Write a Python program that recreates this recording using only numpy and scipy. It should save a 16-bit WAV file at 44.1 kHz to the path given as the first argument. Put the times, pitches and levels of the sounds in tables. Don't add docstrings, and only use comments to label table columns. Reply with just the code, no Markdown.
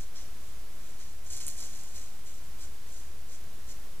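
import sys
import numpy as np
from scipy import signal
from scipy.fft import rfft, irfft
from scipy.io import wavfile

SR = 44100
rng = np.random.default_rng(int(sys.argv[2]) if len(sys.argv) > 2 else 0)


def generate_wav(signal):
    frames = np.transpose(np.atleast_2d(signal))
    scaled = np.clip(frames, -1, 1) * 32767
    pcm = np.round(scaled).astype(np.int16)
    wavfile.write(sys.argv[1], SR, pcm)


N = 176400

# (frequency [Hz], relative density [dB])
AIR_SPECTRUM = [(8, 22), (18, 22.5), (25, 27), (38, 17.5), (62, 18), (90, 10), (130, 6), (250, 1.5),
                (500, -.7), (1000, -4), (2200, -6.5), (4000, -7.5), (6500, -7.5), (9000, -9.5),
                (15000, -11)]
# (frequency [Hz], correlation [0..1])
AIR_CORRELATION = [(20, 0.52), (60, 0.8), (150, 0.74), (400, 0.43), (1200, 0.555), (2400, 0.43),
                   (4500, 0.16), (15000, 0.28)]
# (frequency [Hz], level [dB], width [Hz])
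DRONE_TONES = [(59.4, -64, 1.5), (70.76, -59.5, 1.9), (109.53, -70.5, 1.35), (183.2, -76.5, 1.9)]
# (frequency [Hz], gain [dB])
LEFT_PORT_EQ = [(200, 1), (3000, 0), (5500, -3), (7000, -4.5), (9500, -6.5), (15000, -5)]
# (time [s], level [dB])
THUD_EVENTS = [(1.453, -54), (1.48, -52)]
# (frequency [Hz], gain [dB])
THUD_SPECTRUM = [(30, -17), (80, 3), (250, -4), (600, -12.5), (1500, -34), (5000, -60)]
# (time [s], level [dB])
SNAP_EVENTS = [(1.128, -42), (1.170, -46), (1.3040, -35), (1.3225, -31), (1.338, -36), (1.366, -29),
               (1.3761, -25), (1.4063, -33), (1.4670, -18), (1.4812, -15.5), (1.4870, -41), (1.4881, -24.5),
               (1.579, -32), (1.5872, -38), (1.6049, -30), (1.7507, -45), (1.7738, -36), (1.7870, -40),
               (1.8356, -31), (1.9580, -34), (2.0180, -37), (2.978, -46), (3.055, -44)]
# (frequency [Hz], gain [dB])
SNAP_SPECTRUM = [(300, -29), (1500, -23), (3600, -18), (5200, -8), (6500, -4), (8000, 3.5), (10500, 1),
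                 (13000, -8.5), (15500, -8)]
# (start [s], rise [s], hold [s], release [s/20 dB], level [dB], tilt [dB/octave], centre [Hz])
RUSTLE_EVENTS = [(-.02, 0.012, 0.036, 0.05, -52, -1.5, 6300), (.14, .022, 0.022, .12, -48.5, -0.5, 5650),
                 (.36, .1, 0.036, 0.1, -60, -1, 6300), (0.698, .16, 0.0325, 0.37, -58, -2, 6240),
                 (0.984, 0.015, .025, 0.16, -53.8, -2, 6000), (1.24, .025, .035, .1, -51, 3.5, 6400),
                 (1.292, .03, .055, 0.13, -44.2, -0.5, 6420),
                 (1.399, 0.0044, 0.0084, .15, -46.5, -1.5, 6360),
                 (1.45, 0.0273, 0.0087, .09, -42.5, 1.5, 6840), (1.564, 0.02, .066, 0.15, -44, 0, 6400),
                 (1.71, 0.039, 0.16, 0.1349, -54, 0, 6400), (1.932, 0.0255, 0.021, .1, -47, -.3, 6400),
                 (2.01, 0.0091, .02, 0.41, -59.5, -2, 6400), (2.244, .025, .02, 0.08, -52.5, -.5, 6400),
                 (2.335, 0.009, 0.0167, 0.4, -61.5, 2, 6400), (2.58, 0.033, 0.033, 0.04, -50, -.5, 6400),
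                 (2.829, 0.12, 0.02, 0.2, -52.5, 1.5, 6300), (3.265, 0.0533, .03, 0.0654, -53, 0, 6200),
                 (3.661, 0.0407, .013, 0.06, -50, 0, 6160)]
# (frequency [Hz], gain [dB])
RUSTLE_SPECTRUM = [(200, -23), (1000, -20.5), (2200, -15.5), (3500, -13.5), (4400, -8), (5300, -6),
                   (6400, 0), (7600, -3), (9000, -9), (12000, -16.5), (15000, -24)]


def amp(db):
    return 10 ** (np.asarray(db) / 20)


def unit_rms(x):
    return x / np.sqrt(np.mean(x ** 2) + 1e-20)


def lookup(table, hz):
    table_hz, values = np.transpose(table)
    return np.interp(np.log(hz + 1), np.log(table_hz + 1), values)


def bins_hz():
    return np.fft.rfftfreq(N, 1 / SR)


def add(mix, start_s, sound):
    part = mix[round(start_s * SR):][:len(sound)]
    part += sound[:len(part)]


def wander(cutoff_hz):
    return unit_rms(irfft(rfft(rng.standard_normal(N)) / (1 + (bins_hz() / cutoff_hz) ** 4), N))


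def colour(x, spectrum, tilt_db_per_oct=0, size=1024):
    hz = abs(np.fft.fftfreq(size, 1 / SR))
    octaves = np.log2(np.maximum(hz, SR / 20) / SR)
    log_gain = np.log(amp(lookup(spectrum, hz) + tilt_db_per_oct * octaves))
    taps = np.fft.ifft(np.exp(np.conj(signal.hilbert(log_gain)))).real
    return signal.fftconvolve(x, taps / np.linalg.norm(taps))[:len(x)]


def air(level_db=-47.5, waver_db=0.45, waver_hz=2.4):
    hz = bins_hz()
    left, independent = rfft(rng.standard_normal((2, N)))
    correlation = lookup(AIR_CORRELATION, hz)
    right = correlation * left + np.sqrt(1 - correlation ** 2) * independent
    pair = irfft(np.array([left, right]) * amp(lookup(AIR_SPECTRUM, hz)), N)
    return unit_rms(pair) * amp(level_db + waver_db * wander(waver_hz))


def drone():
    t, out = np.arange(N) / SR, np.zeros(N)
    for hz, db, width_hz in DRONE_TONES:
        envelope = wander(width_hz) + 1j * wander(width_hz)
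        out += amp(db) * unit_rms((envelope * np.exp(2j * np.pi * hz * t)).real)
    return out


def scatter(x, t60_s, fade_hz=9):
    t, out = np.arange(SR // 2) / SR, np.zeros((2, N))
    for phase in np.pi * np.arange(4) / 4:
        taps = rng.standard_normal((2, len(t))) * amp(-60 * t / t60_s)
        taps /= np.linalg.norm(taps, axis=1, keepdims=True)
        fade = np.cos(np.pi * fade_hz * np.arange(N) / SR + phase) ** 2 / np.sqrt(3 / 2)
        out += signal.fftconvolve((x * fade)[None], taps, axes=1)[:, :N]
    return out


def woodland(x, right_lag_s=0.0001):
    hz = bins_hz()
    delayed = irfft(rfft(x) * np.exp(-2j * np.pi * hz * right_lag_s), N)
    ground = amp(-6) * scatter(x, t60_s=0.041)
    trunks = amp(-9) * scatter(x, t60_s=0.65)
    left, right = np.array([x, delayed]) + ground + trunks
    shaded_left = irfft(rfft(left) * amp(lookup(LEFT_PORT_EQ, hz)), N)
    return np.array([shaded_left, right])


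def thuds(decay_s=0.014):
    t, out = np.arange(SR // 5) / SR, np.zeros(N)
    for start_s, db in THUD_EVENTS:
        burst = rng.standard_normal(len(t)) * np.exp(-t / decay_s)
        add(out, start_s, amp(db) * colour(burst, THUD_SPECTRUM, size=4096))
    return out


def snaps(rise_s=0.00036, decay_s=0.00034, trim_db=-3.5):
    t, out = np.arange(SR // 20) / SR, np.zeros(N)
    envelope = np.minimum(t / rise_s, 1) * np.exp(-np.maximum(t - rise_s, 0) / decay_s)
    for start_s, db in SNAP_EVENTS:
        crack = colour(envelope * rng.standard_normal(len(t)), SNAP_SPECTRUM)
        crack *= np.linalg.norm(envelope) / np.linalg.norm(crack)
        add(out, start_s, amp(db + trim_db) * crack)
    return out


def rustles(grains_per_s=1800, spread_db=3.5, brush_share=0.44, clump_db=1.0, clump_hz=90):
    t, out = np.arange(N) / SR, np.zeros(N)
    sizes = amp(spread_db * np.minimum(rng.exponential(1, N), 4)) * rng.choice([-1, 1], N)
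    grains = unit_rms(sizes * (rng.random(N) < grains_per_s / SR))
    texture = np.sqrt(1 - brush_share) * grains + np.sqrt(brush_share) * rng.standard_normal(N)
    crackle = unit_rms(texture * amp(clump_db * wander(clump_hz)))
    for start_s, rise_s, hold_s, release_s, db, tilt_db_per_oct, centre_hz in RUSTLE_EVENTS:
        spectrum = [(hz * centre_hz / 6400, gain_db) for hz, gain_db in RUSTLE_SPECTRUM]
        attack = np.clip((t - start_s) / rise_s, 0, 1)
        fall_db = 20 * np.maximum(t - start_s - rise_s - hold_s, 0) / release_s
        pull = crackle * attack * amp(db - fall_db)
        first = max(round(start_s * SR), 0)
        add(out, first / SR, colour(pull[first:first + SR], spectrum, tilt_db_per_oct))
    return out


def scene():
    return woodland(rustles() + snaps() + thuds()) + air() + drone()


def record(dry, cutoff_hz=15350, dc_offset=-0.0405):
    lowpass = signal.firwin(511, cutoff_hz, window=("kaiser", 9), fs=SR)
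    return signal.oaconvolve(dry, lowpass[None], "same") + dc_offset


dry = scene()
out = record(dry)
generate_wav(out)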